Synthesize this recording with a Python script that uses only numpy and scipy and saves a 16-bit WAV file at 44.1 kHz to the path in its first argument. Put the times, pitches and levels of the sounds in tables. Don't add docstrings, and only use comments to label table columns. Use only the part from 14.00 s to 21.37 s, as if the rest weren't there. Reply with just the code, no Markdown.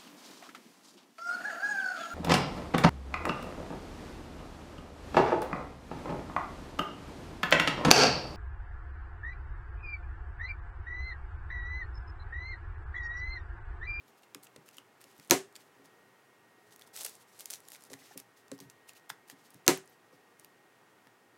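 import sys
import numpy as np
from scipy import signal
from scipy.fft import rfft, irfft
from scipy.io import wavfile
from scipy.ndimage import uniform_filter1d

SR = 44100
rng = np.random.default_rng(int(sys.argv[2]) if len(sys.argv) > 2 else 0)


def level_to_linear(level):
    exponent = np.asarray(level, float) / 20
    return 10 ** exponent


def waveform_to_disk(signal):
    frames = np.transpose(np.atleast_2d(signal))
    scaled = np.clip(frames, -1, 1) * 32767
    samples = np.round(scaled).astype(np.int16)
    wavfile.write(sys.argv[1], SR, samples)


N = 325017
T = np.arange(N) / SR


def colour(x, points, phase=0):
    hz = np.maximum(np.fft.rfftfreq(len(x), 1 / SR), 1)
    f, db = np.transpose(points)
    gain = level_to_linear(np.interp(np.log(hz), np.log(f), db))
    return irfft(rfft(x) * gain * np.exp(1j * phase), len(x))


def band(x, lo_hz, hi_hz):
    sos = signal.butter(2, [lo_hz, min(hi_hz, 0.48 * SR)], "bandpass", fs=SR, output="sos")
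    return signal.sosfilt(sos, x)


def add(out, s, sound, db):
    i = int(s * SR)
    sound = sound[:N - i]
    out[i:i + len(sound)] += sound * level_to_linear(db) / np.max(np.abs(sound))


def fade(t, t60):
    return np.exp(-np.log(1000) * t / t60)


def ring(modes, phases, size):
    t = T[:size]
    out = 0
    for (hz, db, t60), phase in zip(modes, phases):
        out = out + level_to_linear(db) * np.sin(2 * np.pi * (hz * t + phase)) * fade(t, t60)
    return out


def walk(rate):
    k = int(SR / rate)
    held = np.repeat(rng.standard_normal(N // k + 1), k)
    return 1.9 * uniform_filter1d(uniform_filter1d(held, k), k)[:N]


def tick(hz, ms, noise, skirt=0.9):
    rise = 0.12
    t = T[:len(noise)] * 1000 / ms
    burst = noise * (1 - np.exp(-t / rise)) * np.exp(-t)
    burst[int(rise * ms * SR / 1000) + 2] += 1.8
    return band(burst, hz / 1.1, hz * 1.1) + band(burst, hz / 1.9, hz * 1.7) + skirt * band(burst, 1200, 13000)


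def kitchen():
    # (frequency [Hz], level [dB per Hz])
    hush_shape = [(30, -37), (55, -37.5), (108, -10), (200, -8.5), (400, -5), (560, -9.5), (780, -8.5),
                  (1700, -12), (2200, -16), (2700, -17.5), (4000, -23.5), (8000, -27), (16000, -31)]
    # (frequency [Hz], level [dB])
    drone = [(118.4, -85.5), (382, -83), (421, -81), (479, -85.5), (742.9, -82.5), (807.5, -85),
             (940, -84.5), (1184, -87), (1450, -89), (1879, -73), (2148, -85)]
    # (time [s], frequency [Hz], level [dB])
    whine_path = [
        (0, 1880, -82),
        (1.7, 1884, -82),
        (1.95, 1879, -73.5),
        (3.5, 1878, -75),
        (5.0, 1875, -75),
        (6.0, 1877, -76),
        (6.6, 1876, -74.5),
        (7.37, 1866, -73),
    ]
    hush = colour(rng.standard_normal(N), hush_shape)
    out = hush / hush.std() * level_to_linear(-65 + 0.4 * walk(2.95))
    for hz, db in drone:
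        if abs(hz - whine_path[0][1]) > 40:
            line = band(rng.standard_normal(N), hz - 4, hz + 4)
            out += line / line.std() * level_to_linear(db + 1.3 * walk(0.8))
    s, hz, db = np.transpose(whine_path)
    whine = np.sin(2 * np.pi * np.cumsum(np.interp(T, s, hz)) / SR)
    return out + np.sqrt(2) * whine * level_to_linear(np.interp(T, s, db) + 1.2 * walk(3.0))


def room(x):
    # (centre [Hz], t60 [s], level [dB])
    tail_bands = [(151.2, 0.27, 1), (533, 0.22, -2), (1484, 0.21, 0), (3919, .21, -5.5), (7000, 0.22, -6),
                  (12700, 0.17, -6)]
    t, tail, onset_s = T[:SR // 2], 0, 0.0043
    middles = [np.sqrt(a[0] * b[0]) for a, b in zip(tail_bands, tail_bands[1:])]
    edges = [60] + middles + [18000]
    for (hz, t60, db), lo, hi in zip(tail_bands, edges, edges[1:]):
        decay = fade(t, t60)
        noise = rng.standard_normal(len(t)) * decay * (1 - np.exp(-(t / onset_s) ** 2))
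        tail = tail + level_to_linear(db) * band(noise, lo / 0.97, hi * 1.09) / np.sqrt(np.sum(decay ** 2))
    return signal.fftconvolve(x, tail)[:N]


def strokes(rows):
    release_s = 0.011
    out = np.zeros((2, N))
    for start, end, db, swell_db in rows:
        i, j = int(start * SR), int(end * SR)
        treble_db = -np.log2((end - start) / 0.029)
        swell = swell_db * np.linspace(-0.5, 0.5, j - i)
        out[:, i:j] += level_to_linear(db + swell + np.array([[0], [treble_db]]))
    keep = np.exp(-1 / (release_s * SR))
    return signal.lfilter([1 - keep], [1, -keep], uniform_filter1d(out, size=300, axis=1))


def crackle(per_s, size_db, ms):
    pops = (rng.random(N) < per_s / SR) * level_to_linear(size_db * rng.exponential(size=N))
    puffs = signal.lfilter([1], [1, -np.exp(-1000 / (ms * SR))], pops) * rng.standard_normal(N)
    puffs = band(puffs, 3600, 11000)
    return puffs / puffs.std()


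def rubbing():
    # (start [s], end [s], level [dB], swell [dB])
    rubs = [(0.071, 0.096, -67, -3), (0.164, 0.185, -71, -1), (0.22, 0.236, -70, 22),
            (0.427, 0.478, -71, -22), (0.653, 0.7, -68, -6), (0.725, 0.79, -64.5, -1),
            (1.001, 1.022, -62, -4), (1.031, 1.304, -70, -3), (1.55, 1.58, -65, -32.5),
            (1.584, 1.677, -72.5, -2), (1.841, 1.88, -71, -26), (3.988, 4.139, -63, -8),
            (4.171, 4.203, -59, -14), (4.363, 4.401, -64, -7), (4.518, 4.55, -66, -20),
            (4.598, 4.66, -70, -21), (4.698, 4.716, -67, -23), (4.872, 4.892, -56, 6.5),
            (4.893, 4.91, -66, -11), (4.948, 4.978, -63, -14), (5.091, 5.102, -51.5, 11),
            (5.104, 5.13, -71, -14), (5.269, 5.322, -63, 0), (5.36, 5.599, -71, -1),
            (5.869, 5.944, -74.5, -8.5), (6.119, 6.154, -70.5, 6), (6.384, 6.461, -73, -3),
            (7.003, 7.078, -82, -7)]
    # (start [s], end [s], level [dB], swell [dB])
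    rustles = [(2.6, 2.7, -81.5, 3), (2.705, 2.74, -66.5, 2), (2.744, 2.842, -75, 10),
               (2.861, 2.887, -73, -23.5), (2.93, 2.955, -60.5, -2), (2.956, 2.993, -51, 5),
               (2.997, 3.026, -50, -13), (3.032, 3.046, -52, 0), (3.046, 3.056, -43, -8),
               (3.058, 3.08, -56.5, -16), (3.08, 3.145, -63.5, -13), (3.147, 3.225, -68.5, -4),
               (3.27, 3.318, -70, -4), (3.322, 3.385, -69, 4), (3.39, 3.445, -60.5, -15),
               (3.448, 3.496, -67.5, -6), (3.502, 3.514, -49, -10), (3.516, 3.534, -53.5, 11),
               (3.536, 3.558, -59.5, -15), (3.56, 3.63, -76, -8), (3.63, 3.716, -68.5, 4),
               (3.72, 3.77, -64.5, -18), (3.775, 3.865, -69.5, 8), (3.899, 3.948, -67, -13),
               (3.95, 3.993, -71, 13)]
    slip_times = rng.random(N) < 5000 / SR
    grains = slip_times * level_to_linear(rng.exponential(size=N)) * rng.standard_normal(N)
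    slips = grains / grains.std() + 1.3 * rng.standard_normal(N)
    bands = [band(slips, 440, 1000), band(slips, 2000, 9500), band(slips, 7500, 14500)]
    under, low, high = [v / v.std() for v in bands]
    crisp = band(slips, 3200, 13300)
    pops = crackle(140, 2.8, 0.8)
    rubber = low + level_to_linear(-14) * under
    paper = crisp / crisp.std() + level_to_linear(-5) * low + level_to_linear(-9) * under
    press, treble = strokes(rubs)
    out = press * rubber + treble * (level_to_linear(-5.5) * high + level_to_linear(-17) * pops)
    press, treble = strokes(rustles)
    out += press * paper + treble * (level_to_linear(-20) * high + level_to_linear(-12) * pops)
    return out * level_to_linear(1.72 * walk(60))


def squeaks():
    # (start [s], length [s], frequency [Hz], peak [dB])
    slides = [(.462, 0.017, 2580, -56), (.678, .016, 2660, -55), (1.561, 0.005, 5300, -48),
              (4.012, 0.019, 1950, -55), (4.03, 0.023, 5340, -60), (4.045, .01, 3800, -66),
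              (4.094, 0.035, 5900, -59), (4.105, 0.023, 1740, -53), (4.108, 0.011, 780, -51.5),
              (4.959, 0.012, 2740, -59), (4.586, .01, 1000, -53), (4.196, 0.011, 5330, -56),
              (5.855, .01, 10340, -60), (5.888, 0.02, 13500, -60.5), (6.13, 0.026, 5300, -66)]
    out, width = np.zeros(N), 0.098
    for s, length, hz, db in slides:
        shape = np.sin(np.pi * np.clip(T[:4096] / length, 0, 1))
        hiss = band(rng.standard_normal(4096), hz * (1 - width), hz * (1 + width))
        add(out, s, hiss * shape, db)
    return out


def crunches():
    # (start [s], length [ms], peak [dB], centre [Hz])
    runs = [(.2315, 8.8, -54, 1950), (.2315, 7, -56, 5900), (0.3467, 2.5, -31, 8600),
            (.349, 4.4, -43, 1500), (.428, 9.2, -46.5, 8000), (0.431, 6, -54, 3200), (.44, 15, -46, 9500),
            (.467, 7, -50, 6000), (0.5623, 5.1, -48, 3300), (2.9555, 3, -38, 11000), (2.963, 4, -33, 7000),
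            (3.0458, 9.6, -25.5, 7200), (3.049, 7.3, -43, 2200), (3.05, 9, -45, 700),
            (3.0605, 7, -33, 9000), (3.063, 6, -41, 2300), (3.406, 3, -41, 6000), (3.5058, 4, -29, 9000),
            (3.536, 5, -29.5, 5950), (3.548, 3.5, -38, 8000), (3.899, 7, -46, 6000), (3.911, 7, -50, 6500),
            (3.932, 9, -40, 7460), (4.172, 3.3, -49, 8000), (4.1765, 3, -38, 9700), (4.192, 9, -46, 9500),
            (4.5157, 4, -38, 6000), (4.517, 4.9, -48, 1800), (5.1006, 3.1, -32.5, 1430),
            (5.092, 11, -38.5, 9500), (5.095, 6, -42, 2600), (5.103, 5, -40, 9000), (1.5575, 6, -49, 6500),
            (1.559, 5, -54, 12000), (1.556, 10, -47, 2800), (1.5655, 3, -51, 7700), (2.9735, 3, -38, 8500),
            (3.093, 5, -39, 9500), (3.4565, 3.5, -35.5, 5000), (3.4572, 3, -31, 11500),
            (4.603, 5.4, -42, 7000), (4.699, 4.7, -45, 7000), (5.2983, 4, -39, 8500)]
    out, t, width = np.zeros(N), T[:1024], 1.54
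    for s, ms, db, hz in runs:
        when, size, noise = rng.random((3, 1024))
        sizes = (when < 4000 / SR) * level_to_linear(-2.5 * np.log(size + 1e-9))
        slips = (0.27 + sizes) * (noise - 0.5)
        shape = np.sin(np.pi * np.clip(t * 1000 / ms, 0, 1) ** 0.59)
        add(out, s, band(slips * shape, hz / width, hz * width), db)
    return out


def creases_and_folds():
    # (time [s], peak [dB], centre [Hz])
    creases = [(0.0813, -50, 11740), (0.2232, -53, 11600), (0.3468, -31.5, 5400), (0.4349, -39.5, 8800),
               (.4493, -54, 8950), (.4538, -51, 7660), (0.6617, -49.5, 8400), (.6815, -49, 8000),
               (0.7113, -52, 5400), (.7446, -53, 5700), (0.7687, -42, 9560), (1.0142, -42, 8900),
               (1.0407, -42, 5270), (1.0575, -55, 11000), (1.1658, -49, 13000), (1.1801, -43, 12000),
               (1.188, -51.5, 10000), (1.2483, -46.5, 9470), (1.275, -43.5, 6950), (1.2815, -53, 9100),
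               (1.5254, -52, 7100), (1.5627, -33, 5100), (1.6065, -50, 2820), (1.6127, -58, 3790),
               (1.6185, -56, 7750), (1.8576, -47, 7000), (3.99, -47, 2580), (4.1758, -27.5, 9800),
               (4.1801, -46, 3620), (4.185, -53, 6100), (4.1951, -46, 4600), (4.1998, -36, 9030),
               (4.4816, -47.5, 5340), (4.5792, -46.5, 5340), (4.5892, -43, 5430), (4.6081, -46, 8440),
               (4.8884, -43, 9390), (4.9338, -48, 6970), (4.9514, -52, 5340), (4.9672, -47, 2670),
               (4.9968, -54, 4500), (5.1047, -41, 3100), (5.2776, -51, 8180), (5.2847, -46, 5200),
               (5.3134, -51, 5580), (5.505, -42.5, 8950), (5.5386, -51, 10250), (5.5435, -40.5, 9470),
               (5.5561, -58, 3530), (5.7749, -31, 12600), (5.858, -57.5, 10340), (5.876, -44.5, 6000),
               (5.9432, -58, 8070), (6.3926, -53, 8980), (6.3969, -40.5, 9400), (6.4106, -57.5, 12400),
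               (6.4375, -56, 7430), (6.4464, -38, 9160), (6.4468, -45, 3690), (7.0241, -56, 6010)]
    # (time [s], peak [dB], centre [Hz])
    folds = [(2.708, -51, 3620), (2.724, -44.5, 3530), (2.7612, -39.5, 9170), (2.794, -42.5, 10200),
             (2.8125, -43, 3700), (2.8202, -40, 3500), (2.8748, -48, 8360), (2.9529, -40, 3380),
             (2.9589, -34, 3650), (2.9632, -29, 6000), (2.9725, -34, 7500), (2.9746, -35, 3620),
             (2.9805, -39, 6000), (2.989, -36, 9000), (3.0092, -31, 6200), (3.0154, -30, 8180),
             (3.0205, -37, 6630), (3.0335, -28, 10500), (3.0385, -40, 6720), (3.0488, -22.5, 7500),
             (3.0615, -33, 8000), (3.0636, -26, 12000), (3.0945, -44, 10300), (3.1033, -47, 8950),
             (3.1529, -41, 8180), (3.379, -52, 9200), (3.391, -38, 5500), (3.3964, -32, 7000),
             (3.4065, -30, 12700), (3.4436, -49, 8600), (3.4564, -30.5, 10400), (3.4868, -49, 5680),
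             (3.497, -44, 6290), (3.5021, -26.5, 8500), (3.5059, -26, 8440), (3.5175, -34, 11000),
             (3.5262, -37, 10800), (3.5312, -33, 5500), (3.5359, -29, 10000), (3.5445, -35, 6980),
             (3.5488, -39, 8790), (3.5567, -39, 6030), (3.6034, -43, 9800), (3.6522, -49, 5600),
             (3.678, -45, 9470), (3.685, -36, 10100), (3.703, -42, 8100), (3.719, -36, 7100),
             (3.7333, -37, 8950), (3.738, -43, 9130), (3.7486, -36.5, 2150), (3.7568, -39, 2500),
             (3.763, -38.5, 5740), (3.8086, -45, 8400), (3.8224, -42, 6200), (3.8378, -40, 9390),
             (3.851, -42, 8530), (3.902, -48, 3010), (3.9175, -41, 8400), (3.9388, -39, 7800)]
    out = np.zeros(N)
    for s, db, hz in list(creases) + list(folds):
        ms = 0.99 * np.exp(0.37 * rng.standard_normal())
        add(out, s, tick(hz, ms, rng.standard_normal(600), skirt=0.93), db - 1)
    return out


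def taps():
    # (time [s], ring level [dB], pitch [Hz], click level [dB], click centre [Hz])
    tray_taps = [(0.3477, -42.5, 2540, -38, 5500), (0.469, -51, 2700, -52, 5500),
                 (0.5615, -50, 1960, -41.5, 5400), (0.6886, -53, 2610, -40.5, 7540),
                 (0.783, -38, 2900, -40, 6100), (1.198, -53, 2100, -42, 4600),
                 (1.555, -52, 2920, -36.5, 4600), (3.9327, -43, 1880, -35, 5500),
                 (3.9379, -42.5, 1900, -38, 4300), (4.5162, -48, 1560, -31.5, 6300),
                 (4.6024, -47, 2180, -36, 6360), (4.699, -61, 1910, -41, 6400),
                 (4.893, -43, 2600, -37.5, 7300), (5.1013, -35.5, 1920, -26.5, 3790),
                 (5.299, -43, 1800, -36.5, 4530), (7.071, -50.5, 1860, -50.5, 2694)]
    out, t60 = np.zeros(N), 0.0069
    for s, db, hz, click_db, click_hz in tray_taps:
        modes = [(hz, 0, t60), (hz * 1.1, -4, t60 * 0.9),
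                 (hz * 1.2, -4, t60 * 0.31), (hz * 0.45, -6, t60 * 0.96)]
        tray = ring(modes, rng.random(4), 2048) * (1 - np.exp(-T[:2048] / 0.0011))
        add(out, s, tray, db)
        add(out, s, tick(click_hz, 1, rng.standard_normal(600)), click_db)
    return out


def bumps():
    # (time [s], peak [dB], hardness [dB per octave], ring length [times])
    blows = [(.349, -47.5, 0.5, 2), (0.561, -45.5, 6.5, 0.44), (0.573, -49, -8, 0.49),
             (0.784, -54, 11, 0.54), (1.048, -56, 9.5, 1.3), (1.184, -53, -8, 0.92), (1.794, -53.5, 1, 1.1),
             (1.837, -58.5, 1, 0.85), (3.904, -42.5, 6.5, 0.27), (3.915, -45.5, 4.5, 1.26),
             (3.937, -46, -5, 0.78), (4, -58, 2, 0.85), (4.105, -60, 15, 0.74), (4.155, -44.5, 0.5, 1.3),
             (4.516, -34.5, 4, 1.2), (4.603, -46, -2.5, 2.3), (4.652, -50, -29, 0.99),
             (4.675, -57, -25, 0.65), (5.104, -55, -12, 1.3), (5.322, -54, -6, 0.98),
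             (5.545, -52, -14.5, 0.78), (6.125, -51, 6, 1.46), (7.067, -54, 1.5, 0.3)]
    # (frequency [Hz], level [dB], t60 [s])
    board = [(135, -3.5, 0.1), (187, -5.5, 0.11), (283, 1.5, 0.082), (390, -1, 0.065), (508.2, -2, 0.045),
             (721, -18.5, 0.0382), (1112, -19.5, 0.029)]
    out, t = np.zeros(N), T[:8192]
    for s, db, tilt_db, hold in blows:
        thud = 0
        for hz, mode_db, t60 in board:
            phase, shift, grip = rng.random(3)
            level_db = mode_db + tilt_db * np.log2(hz / 282) + 6 * (grip - 0.5)
            mode = (hz * (1 + 0.12 * (shift - 0.5)), level_db, t60 * hold)
            rise = 1 - np.exp(-(t * hz / 0.7) ** 2)
            thud = thud + ring([mode], [0.18 * phase], len(t)) * rise
        add(out, s, thud, db)
    return band(band(out, 100, 5000), 100, 5000)


def frame_ring(shorter, spread, size):
    # (frequency [Hz], level [dB], t60 [s], change once the loaf is shorter [dB])
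    wood = [(143, -4, 0.045, -0.6), (180, -8, 0.076, 4), (280, -2.5, 0.11, -4.5), (363, -9, 0.055, 2),
            (381, -8, 0.22, 0.1), (413, -4.5, 0.092, 1), (482, -8, .14, -2.5), (536, -1, 0.078, -1.5),
            (662, -12, 0.13, -3), (752, -9, 0.12, 1.5), (955, -7.5, 0.049, -0.5), (1029, -11, 0.1, 2.5),
            (1092, -9.5, 0.09, -0.45), (1295, -8, 0.06, 0), (1443, -11.5, .07, -0.6),
            (1662, -16, 0.095, -3.5), (2180, -10.5, 0.062, -1.2), (2040, -9.5, 0.08, 0.2)]
    modes = [(hz, db + shorter * change_db, t60) for hz, db, t60, change_db in wood]
    return ring(modes, spread * rng.random(len(modes)), size)


def touches():
    # (time [s], peak [dB], centre [Hz], length [ms], frame level [dB])
    contacts = [
        (1.298, -28.5, 6060, 2.1, -32),
        (5.6648, -28.5, 5410, 2.1, -35.5),
    ]
    out = np.zeros(N)
    for s, db, hz, ms, body_db in contacts:
        add(out, s, tick(hz, ms, rng.standard_normal(600)), db)
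        stirred = frame_ring(0, 1, 4096) * (1 - np.exp(-T[:4096] / 0.0025))
        add(out, s + 0.0012, stirred, body_db)
    return out


def bending_wave(blow, points):
    hz = np.maximum(np.fft.rfftfreq(len(blow), 1 / SR), 100)
    late = -2 * np.pi * 3.2 * (np.log(hz / 100) - hz / 40000)
    return colour(blow, points, late)[:400]


def chatter():
    # (delay [ms], level [dB])
    rebounds = [
        (0, 2),
        (.3, -8),
        (.75, -15.5),
        (1.3, -11.5),
        (2.0, -20.5),
    ]
    blow = np.zeros(8192)
    for k, (ms, db) in enumerate(rebounds):
        blow[int(ms * (1 + 0.1 * rng.random()) * SR / 1000)] += (-1) ** k * level_to_linear(db)
    return blow


def rattle(t):
    # (frequency [Hz], level [dB], t60 [s])
    fittings = [(1276, -5.5, .15), (1930, -1.5, .15), (2150, -3.5, .09), (3250, -9.5, 0.087), (4266, 3, .1),
                (5200, -6, .1), (6140, 2, .15), (6540, -4.5, .14), (7200, -6, .14), (7500, -5, .12),
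                (8630, -9.5, .15)]
    out = 0
    for hz, db, t60 in fittings:
        noise = band(rng.standard_normal(len(t)), hz * 0.97, hz * 1.03)
        out = out + level_to_linear(db) * noise * fade(t, t60) / np.sqrt(hz)
    return out


def wire_hum(t):
    wire_hz, beat_hz, t60 = 396, 19.5, 0.6
    planes = [(wire_hz - beat_hz / 2, 0, t60), (wire_hz + beat_hz / 2, 0, t60)]
    return ring(planes, [0, 0], len(t)) * level_to_linear(3.0 * walk(40)[:len(t)])


def snaps():
    # (time [s], peak [dB], wire hum [dB], frame [dB])
    hits = [
        (1.3094, -6, -39, -0.5),
        (5.6789, -6, -50.5, -1.5),
    ]
    # (frequency [Hz], level [dB per Hz])
    crack_shape = [(250, -40), (480, -6), (1450, -11), (2050, -5.5), (3110, -5.5), (4170, 0.5),
                   (5120, -9.5), (6190, 8), (7600, -1.5), (8670, -18), (9460, -21), (10200, -10),
                   (12500, -2.5), (15600, -19.5), (16500, -18.5)]
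    # (frequency [Hz], level [dB per Hz])
    spill_shape = [(710, -37), (1200, -10), (1940, -8.5), (2500, -8.5), (5700, -7), (7330, -6.5),
                   (14500, -14.5), (16000, -23), (16500, -52.5)]
    # (frequency [Hz], level [dB], rise [s], hold [s])
    hollows = [
        (353, -12.5, .0025, .019),
        (948.7, -23.5, .008, 0.022),
    ]
    # (delay [ms], level [dB], centre [Hz])
    knocks = [
        (1.5, -9.5, 2100),
        (2.8, -13.5, 2800),
        (8.46, -19, 7000),
        (11.5, -19, 6500),
        (37.2, -22, 500),
    ]
    crack, body, spill = np.zeros(N), np.zeros(N), np.zeros(N)
    t = T[:16384]
    swell = 1 - np.exp(-t / 0.0056)
    single_blow = np.eye(1, 8192)[0]
    for shorter, (s, db, wire_db, wood_db) in enumerate(hits):
        add(crack, s, bending_wave(chatter(), crack_shape), db + 5.5)
        add(spill, s, bending_wave(single_blow, spill_shape), db + 3)
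        add(body, s + 0.0015, frame_ring(shorter, 0.12, len(t)) * swell, db - 10 + wood_db)
        add(crack, s + 0.0021, rattle(t) * swell, db - 19.5)
        for hz, boom_db, rise_s, hold_s in hollows:
            boom = np.sin(2 * np.pi * hz * t) * (1 - np.exp(-t / rise_s)) / (1 + (t / hold_s) ** 6)
            add(crack, s + 0.0016, boom, db + boom_db)
        for ms, knock_db, hz in knocks:
            knock = tick(hz, 0.9, rng.standard_normal(600), skirt=0.05)
            add(crack, s + ms / 1000, knock, db + knock_db)
        thud = band(rng.standard_normal(len(t)), 130, 900) * swell * fade(t, 0.15)
        add(body, s + 0.0015, thud, db - 16.5 + wood_db)
        add(crack, s, wire_hum(t), wire_db)
    return crack + body, spill + level_to_linear(-8) * body


def scene():
    snap, spill = snaps()
    hands = rubbing() + squeaks() + crunches() + creases_and_folds() + taps() + bumps() + touches()
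    quiet = kitchen() + room(spill + level_to_linear(-10) * hands) + hands
    top = signal.ellip(8, 0.2, 60, 15900, fs=SR, output="sos")
    return (snap + signal.sosfilt(top, quiet))[None]


def low_pass(x):
    return signal.sosfilt(signal.butter(12, 17160, fs=SR, output="sos"), x)


def record(dry):
    rounded = np.tanh(1.194 * dry) / 1.068
    top = signal.ellip(8, 0.2, 70, 16900, fs=SR, output="sos")
    return low_pass(signal.sosfilt(top, rounded))


dry = scene()
out = record(dry)
waveform_to_disk(out)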